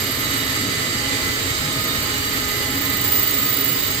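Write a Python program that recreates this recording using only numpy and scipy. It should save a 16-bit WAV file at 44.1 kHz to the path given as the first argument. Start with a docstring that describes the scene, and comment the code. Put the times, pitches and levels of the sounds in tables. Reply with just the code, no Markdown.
"""A key cutting kiosk runs in a shop, heard from an arm's length in front of it.
From the start a suction motor whines over a bed of rushing air that rings the cabinet, while a drive
sings near 2 kHz and the mains hum. The cutter rubs the key in thin, very high squeals that pulse once
a turn. They ease off around one second and build again; near three seconds the wheel bites harder
and the main squeal takes the lead, creeping up in pitch and dropping back at the very end."""
import sys
import numpy as np
from scipy import signal
from scipy.fft import rfft, irfft
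from scipy.io import wavfile
from scipy.ndimage import uniform_filter1d

SR = 44100
rng = np.random.default_rng(int(sys.argv[2]) if len(sys.argv) > 2 else 0)


def master_out(mix):
    """Clip the mix to full scale and print it as 16-bit PCM to the path in sys.argv[1]."""
    frames = np.transpose(np.atleast_2d(mix))
    ceiling = np.clip(frames, -1, 1)
    pcm = np.round(ceiling * 32767).astype(np.int16)
    wavfile.write(sys.argv[1], SR, pcm)


N = 176400

# tone of the air bed and shop rumble: f/Hz, density/dB
AIR_SPECTRUM = [(15, -87), (28, -62), (60, -58), (105, -51.5), (135, -58.5), (185, -61.0), (330, -61.5),
                (520, -62.5), (780, -70), (865, -66), (960, -71), (1120, -61.5), (1600, -64.5),
                (1900, -58.5), (2300, -61.5), (2600, -65.5), (3100, -64), (4200, -62.5), (4850, -65),
                (5200, -72.5), (5900, -68.5), (7000, -70), (8400, -66), (9000, -71), (9500, -84),
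                (10200, -75.5), (12600, -70), (14200, -77), (15700, -85.6)]
# cabinet and duct resonances that colour the air: f/Hz, width/Hz, lift/dB
CABINET_RESONANCES = [(271.5, 46.6, 11.5), (405, 17, -4.5), (1120, 66, -3), (1317, 38, 8), (1807, 29, 8.5),
                      (1960, 35, -7), (2183, 59, 5), (2780, 53, -2.5), (2963, 175, 5), (3280, 78, -3),
                      (3860, 96, 3.5), (4500, 58, 5), (4720, 130, 5), (5480, 107, 8), (6520, 90, 9),
                      (7390, 264, 10)]
# stereo lean of the air: f/Hz, left minus right/dB
AIR_PAN = [(60,1.2),(150,3.5),(300,-0.2),(800,0),(1300,-2.5),(2000,-4.5),(3000,-1.5),(4400,-8.5),(6000,-2),(8000,-10.5),(9200,-2),(10500,-7.5),(14000,-18)]
# ride on the hiss as the listener leans in and back: t/s, gain/dB
HISS_RIDE = [(0,-0.7),(.5,0.83),(1.5,0.03),(2.5,-.2),(3.2,-0.5),(4,-0.8)]
# contour of the deepest rumble, before DEEP_RIDE_DEPTH flattens it: t/s, relative level/dB
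DEEP_RIDE = [(0.0, -52), (0.1, -39), (0.61, -40), (0.89, -54), (0.96, -36), (1.37, -37), (1.6, -30),
             (1.67, -44), (1.84, -39), (1.87, -51), (1.96, -34), (2.95, -37), (2.96, -38), (3.77, -48),
             (3.83, -38), (4.0, -42)]
# contour of the rumble between the deep end and the boom: t/s, relative level/dB
RUMBLE_RIDE = [(0,-31.5),(.25,-35.5),(.37,-32),(.45,-34.5),(.65,-31.5),(.8,-32),(.95,-33),(1.15,-35),(1.3,-33),(1.44,-37),(1.52,-34),(1.6,-35),(1.67,-34),
               (1.78,-33.5),(1.87,-34),(2.05,-33),(2.15,-36),(2.35,-34),(2.6,-36.5),(2.75,-33),(2.95,-34),(3.2,-35),(4,-35)]
# contour of the cabinet's boom: t/s, relative level/dB
BOOM_RIDE = [(0, -41), (0.2, -32), (0.45, -36.5), (0.66, -32), (0.77, -43.5), (0.95, -36.5), (1.07, -35.5),
             (1.2, -33), (1.45, -37), (2, -36.5), (2.13, -38.5), (2.27, -32), (2.55, -41.5), (2.76, -30.5),
             (3.15, -37), (3.4, -35), (3.8, -34.5), (4, -44)]
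# ride on the rush just above the boom: t/s, gain/dB
LOW_RUSH_RIDE = [(0,0.5),(.9,0),(1.7,1),(2.3,-0.5),(2.85,1),(3.1,-3),(3.5,0),(4,-3)]
# short bumps in the cabinet's rumble: t/s, half length/s, f/Hz, pitch spread/Hz, level/dB
RUMBLE_SURGES = [(.655, .02, 265, 25, -32), (.95, .025, 255, 25, -32), (1.51, .025, 128, 15, -33),
                 (1.68, .055, 135, 15, -29.5), (1.78, .04, 135, 15, -32), (3.09, .04, 92, 10, -33)]
# panel rings kept going by the cutting: f/Hz, width/Hz, level/dB, left minus right/dB, peak t/s, lift/dB
PANEL_MODES = [(281.4,3.6,-45,-4,2.9,7), (357.2,6.1,-50,-5,0.34,0), (465,5.3,-49.5,9,2.9,2),
               (648,7.3,-48.5,1,1.8,6.5), (1044,11.4,-44.5,-1,3,4), (1172,10,-56,-4,3.2,12),
               (1302,9.3,-46,-1,0.78,8), (1780,10,-53,-4,.5,7), (1810,12,-45,-8,.95,4),
               (1920,7,-44,-5,3.14,11), (2070,37,-43,-2,1.8,6), (3165,17,-49.5,-1,1.5,5),
               (3886,17,-43.5,-6,0.36,5), (4520,25,-47.5,-5,2,10), (4680,17,-45,-8,1.04,11)]
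# air-blown cabinet resonances: f/Hz, width/Hz, level/dB, left minus right/dB
AIR_WHISTLES = [(3878, 39, -42, -5), (4630, 52, -42.5, -1)]
# partials of the suction motor: multiple of the shaft rate, relative level/dB, left minus right/dB
MOTOR_HARMONICS = [(1, -42.5, 0), (2, -48.5, -3), (3, -46.5, 0), (6, -55, -2), (7, -42.5, -3), (8, -51, 1),
                   (9, -43, -8), (12, -45, -24), (18, -42, -17)]
# motor partials that swell as the listener moves, keyed by shaft multiple: t/s, lift/dB
HARMONIC_SWELLS = {3: [(0,2),(.4,2),(1.7,2),(2.2,7),(2.7,1.5),(3.1,8),(3.6,6),(4,-9)],
                   7: [(0,2.5),(.7,-2),(1.8,-3),(2.3,5),(2.7,-3),(3.2,4),(4,1)],
                   9: [(0,-1.5),(.45,4.5),(1.1,-5),(1.8,8.5),(2.3,-9),(3,1),(3.5,1),(4,-1)]}
# contour of the drive's tone: t/s, relative level/dB
DRIVE_RIDE = [(0,-39),(.2,-41),(.4,-35),(.54,-40),(.66,-32),(.9,-35),(1.1,-34.5),(1.28,-31),(1.38,-33.5),(1.46,-42),(1.75,-45),(2.1,-41),(2.45,-38.5),(2.6,-31.5),(2.75,-39),(2.82,-33),(2.95,-33),(3.1,-37.5),(3.3,-35),(3.65,-38),(4,-42)]
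# pitch of the cutter's main squeal: t/s, f/Hz
MAIN_SQUEAL_PITCH = [(0,14630),(1,14660),(1.5,14640),(1.85,14580),(2.3,14620),(2.75,14590),(2.95,14635),(3.03,14725),(3.4,14740),(3.6,14810),(3.8,14840),(4,14925)]
# how hard the cutter bites, heard in the main squeal: t/s, relative level/dB
BITE_RIDE = [(0, -45), (1.1, -46), (1.25, -37), (1.6, -36), (1.85, -32.5), (2.2, -35), (2.55, -37.4),
             (2.7, -38), (2.78, -33), (2.95, -28.5), (3.15, -18.5), (3.29, -21.5), (3.48, -20),
             (3.6, -23.5), (3.85, -20.5), (4, -34)]
# contour of the squeal just above the main one: t/s, relative level/dB
UPPER_SQUEAL_RIDE = [(0,-56),(1.7,-52),(2,-45),(2.7,-45),(2.78,-31),(3.4,-41),(4,-42)]
# contour of the middle squeal: t/s, relative level/dB
MIDDLE_SQUEAL_RIDE = [(0,-31.5),(.5,-34.5),(.85,-50),(1.7,-55),(2,-38),(2.6,-34),(3.1,-34),(3.5,-42),(4,-52)]
# contour of the lowest squeal: t/s, relative level/dB
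LOW_SQUEAL_RIDE = [(0,-56),(2.68,-53),(2.8,-43),(3.5,-35.5),(4,-42)]

LEFT_LAG_S = 0.00028
CENTRED_BASS_HZ, DIRECT_TOP_HZ = 560, 4970
DIRECT_SHARE, ECHO_SHARE, ECHO_GRAIN = 0.19, 0.35, 150  # shares of hiss power; fineness of the comb
BOOM_HZ, BOOM_WIDTH_HZ, DEEP_TOP_HZ, DEEP_RIDE_DEPTH = 287, 67, 87, 0.69
HISS_FLICKER_DB, RUMBLE_FLICKER_DB = 0.55, 0.5
PANEL_SWELL_S, WHISTLE_WANDER, WHISTLE_FADE_DB = 0.17, 0.004, 2
HUM_HZ, HUM_DB = 120, -40.5
SHAFT_HZ, SHAFT_WANDER, MOTOR_ROUGHNESS = 415.05, 0.00073, 0.25
MOTOR_TRIM_DB, MOTOR_FADE_DB, MOTOR_FADE_HZ = -0.5, 4, 3.8
DRIVE_HZ, DRIVE_WANDER, DRIVE_ROUGHNESS = 2015.5, 0.0013, 0.18
DRIVE_TRIM_DB, DRIVE_PAN_DB = 1, -9.5
MIDDLE_HZ, UPPER_HZ, LOW_RATIO = 13275, 14890, 0.804
SQUEAL_TRIM_DB, SQUEAL_PAN_DB, SKIRT_WIDTH_HZ, SKIRT_DB = 1, -7.5, 250, -8
TURN_HZ, FIRST_TURN_S, PULSE_SKEW = 26.6, 0.0032, 0.16
TOP_HZ = 15800


def undb(db):
    """Decibels to gain."""
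    return 10 ** (np.asarray(db) / 20)


def curve(rows):
    """Breakpoints in time joined by straight lines."""
    return np.interp(np.arange(N) / SR, *np.array(rows, float).T)


def over_hz(rows, f):
    """Breakpoints joined on a log-frequency axis."""
    hz, value = np.array(rows, float).T
    return np.interp(np.log(f), np.log(hz), value)


def pan(db):
    """Left and right gains of unit mean power."""
    gains = np.array([undb(db / 2), undb(-db / 2)]).reshape(2, -1)
    return gains / np.sqrt(np.mean(gains ** 2, axis=0))


def walk(rate_hz):
    """Smooth random modulator of spread 1, moving at up to about rate_hz."""
    f = np.arange(N // 2 + 1) * SR / N
    y = irfft(rfft(rng.standard_normal(N)) / (1 + (f / rate_hz) ** 4), N)
    return (y - y.mean()) / y.std()


def scatter(rate_hz):
    """Complex modulator of mean power 2: smears a tone into a band of noise."""
    return walk(rate_hz) + 1j * walk(rate_hz)


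def angle(hz):
    """Running phase of a moving frequency."""
    return 2 * np.pi * np.cumsum(hz * np.ones(N)) / SR


def unit_gain(db):
    """A level contour as a gain of unit mean power."""
    gain = undb(db)
    return gain / np.sqrt(np.mean(gain ** 2))


def steady(x, window_s=0.28):
    """Leveller: evens out the slow chance swells of noise at the same power."""
    power = uniform_filter1d(np.mean(x ** 2, axis=0), int(window_s * SR))
    return x * np.sqrt(power.mean() / power)


def noise_spectrum():
    """Spectrum of white noise with unit power per hertz."""
    return rfft(rng.standard_normal(N)) * np.sqrt(SR / 2)


def rumble(f, colour):
    """Low end of shop and cabinet: one noise for both ears, ridden in four bands."""
    low = colour * noise_spectrum()
    boom = 1 / (1 + (2 * (f - BOOM_HZ) / BOOM_WIDTH_HZ) ** 4)
    under = (1 - boom) * (f < BOOM_HZ)
    deep = 1 / (1 + (f / DEEP_TOP_HZ) ** 12)
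    bands = [(under * deep, DEEP_RIDE_DEPTH * curve(DEEP_RIDE)),
             (under * (1 - deep), curve(RUMBLE_RIDE)),
             (boom, curve(BOOM_RIDE))]
    weight = sum(steady(irfft(low * band, N)) * unit_gain(db) for band, db in bands)
    low_rush = irfft(low * (1 - boom - under), N) * undb(curve(LOW_RUSH_RIDE))
    return weight + low_rush


def hiss(f, colour):
    """Top of the air: it arrives direct, by fixed reflections and as a diffuse wash."""
    direct_share = DIRECT_SHARE / (1 + (f / DIRECT_TOP_HZ) ** 4)
    lag = np.array([np.exp(-2j * np.pi * f * LEFT_LAG_S), np.ones(len(f))])
    comb = np.array([scatter(ECHO_GRAIN)[:len(f)] for _ in range(2)]) / np.sqrt(2)
    direct = np.sqrt(direct_share) * lag * noise_spectrum()
    reflected = np.sqrt(ECHO_SHARE) * comb * noise_spectrum()
    diffuse = np.sqrt(1 - direct_share - ECHO_SHARE) * np.array([noise_spectrum(), noise_spectrum()])
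    return irfft(colour * (direct + reflected + diffuse), N)


def rushing_air():
    """The bed: air noise coloured by the cabinet, a wide hiss over a rumble, both flickering lightly."""
    f = np.maximum(np.arange(N // 2 + 1) * SR / N, 1)
    cabinet_db = sum(lift / (1 + (2 * (f - hz) / width) ** 2) for hz, width, lift in CABINET_RESONANCES)
    colour = undb(over_hz(AIR_SPECTRUM, f) + cabinet_db) * pan(over_hz(AIR_PAN, f))
    bass_share = 1 / (1 + (f / CENTRED_BASS_HZ) ** 3)
    highs = hiss(f, colour * np.sqrt(1 - bass_share))
    lows = rumble(f, colour * np.sqrt(bass_share))
    highs *= undb(curve(HISS_RIDE) + HISS_FLICKER_DB * walk(14.5))
    lows *= undb(RUMBLE_FLICKER_DB * walk(8.1))
    return highs + lows


def surges():
    """The cabinet's rumble bumps up for a moment at a low, unsteady pitch."""
    out, t = 0, np.arange(N) / SR
    for at_s, half_s, hz, spread_hz, db in RUMBLE_SURGES:
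        envelope = np.sqrt(2) * undb(db) * np.exp(-((t - at_s) / half_s) ** 2)
        out += envelope * np.sin(angle(hz + spread_hz * walk(40)))
    return out


def panels():
    """Metal panels ring narrowly and restlessly, most blooming once; the right ear hears them first."""
    out, t = 0, np.arange(N) / SR
    for hz, width, db, pan_db, peak_s, lift_db in PANEL_MODES:
        ring = scatter(width) * np.exp(1j * angle(hz))
        lag = np.array([[np.exp(-2j * np.pi * hz * LEFT_LAG_S)], [1]])
        bloom_db = lift_db * np.exp(-((t - peak_s) / PANEL_SWELL_S) ** 2)
        out += np.real(ring * lag) * undb(db + bloom_db) * pan(pan_db)
    return out


def whistles():
    """Air blows cabinet resonances into breathy whistles that waver in pitch and strength."""
    out = 0
    for hz, width, db, pan_db in AIR_WHISTLES:
        breath = np.array([scatter(width) for _ in range(2)])
        phase = angle(hz * (1 + WHISTLE_WANDER * walk(2.5)))
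        whistle = np.real(breath * np.exp(1j * phase))
        out += whistle * undb(db + WHISTLE_FADE_DB * walk(3.5)) * pan(pan_db)
    return out


def mains_hum():
    """A low electrical hum, dead centre, wavering in level."""
    return np.sqrt(2) * undb(HUM_DB + 2 * walk(5.6)) * np.sin(angle(HUM_HZ))


def suction_motor():
    """A whine of shaft harmonics, fading at each ear as the listener moves through standing waves."""
    shaft = angle(SHAFT_HZ * (1 + SHAFT_WANDER * walk(3.07)))
    out = 0
    for order, db, pan_db in MOTOR_HARMONICS:
        ears = []
        for _ in range(2):
            fade = undb(MOTOR_FADE_DB * walk(MOTOR_FADE_HZ))
            grit = 1 + MOTOR_ROUGHNESS * walk(34)
            ears.append(fade * grit * np.sin(order * shaft + 0.72 * walk(1.4)))
        lift_db = curve(HARMONIC_SWELLS[order]) if order in HARMONIC_SWELLS else 0
        out += np.sqrt(2) * undb(db + lift_db + MOTOR_TRIM_DB) * pan(pan_db) * np.array(ears)
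    return out


def drive():
    """The cutter's drive sings one slightly rough tone, off to the right."""
    phase = angle(DRIVE_HZ * (1 + DRIVE_WANDER * walk(14.0)))
    ears = [np.sin(phase + 0.74 * walk(6.4)) * (1 + DRIVE_ROUGHNESS * walk(12)) for _ in range(2)]
    return np.sqrt(2) * np.array(ears) * undb(curve(DRIVE_RIDE) + DRIVE_TRIM_DB) * pan(DRIVE_PAN_DB)


def squeal(hz, width_hz, clean=0):
    """A rubbed resonance: a clean core drifting between the ears, a restless band, a scraping skirt."""
    core = np.sqrt(clean) * np.exp(1j * walk(32))
    ears = []
    for _ in range(2):
        drifting = core * np.exp(1j * walk(1.7))
        restless = np.sqrt(1 - clean) * scatter(width_hz)
        skirt = undb(SKIRT_DB) * scatter(SKIRT_WIDTH_HZ)
        ears.append(drifting + (restless + skirt) / np.sqrt(2))
    tone = np.real(np.array(ears) * np.exp(1j * angle(hz)))
    return tone / tone.std()


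def wheel_pulse(depth_db):
    """Tremolo that jumps up once a turn of the wheel and falls back more slowly."""
    turn = 2 * np.pi * TURN_HZ * (np.arange(N) / SR - FIRST_TURN_S)
    return unit_gain(depth_db * (np.cos(turn) - PULSE_SKEW * np.sin(2 * turn)))


def cutter():
    """The lead: the wheel rubs the key hardest once a turn, so its four high squeals pulse together."""
    hz = curve(MAIN_SQUEAL_PITCH)
    main = undb(curve(BITE_RIDE)) * squeal(hz, width_hz=70, clean=0.55)
    middle = undb(curve(MIDDLE_SQUEAL_RIDE)) * squeal(MIDDLE_HZ, width_hz=53, clean=0.35)
    upper = undb(curve(UPPER_SQUEAL_RIDE)) * squeal(UPPER_HZ, width_hz=50)
    low = undb(curve(LOW_SQUEAL_RIDE)) * squeal(hz * LOW_RATIO, width_hz=94)
    pulsing = main * wheel_pulse(depth_db=3.9) + (middle + upper + low) * wheel_pulse(depth_db=2)
    return pulsing * undb(SQUEAL_TRIM_DB) * pan(SQUEAL_PAN_DB)


def scene():
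    """The mix: air and cabinet as the bed, the machinery over it, the cutter on top."""
    bed = rushing_air() + surges() + panels() + whistles()
    return bed + suction_motor() + drive() + mains_hum() + cutter()


def record(dry):
    """A steep low-pass shaves off the very top."""
    return signal.sosfilt(signal.ellip(10, .1, 80, TOP_HZ, fs=SR, output="sos"), dry)


dry = scene()
out = record(dry)
master_out(out)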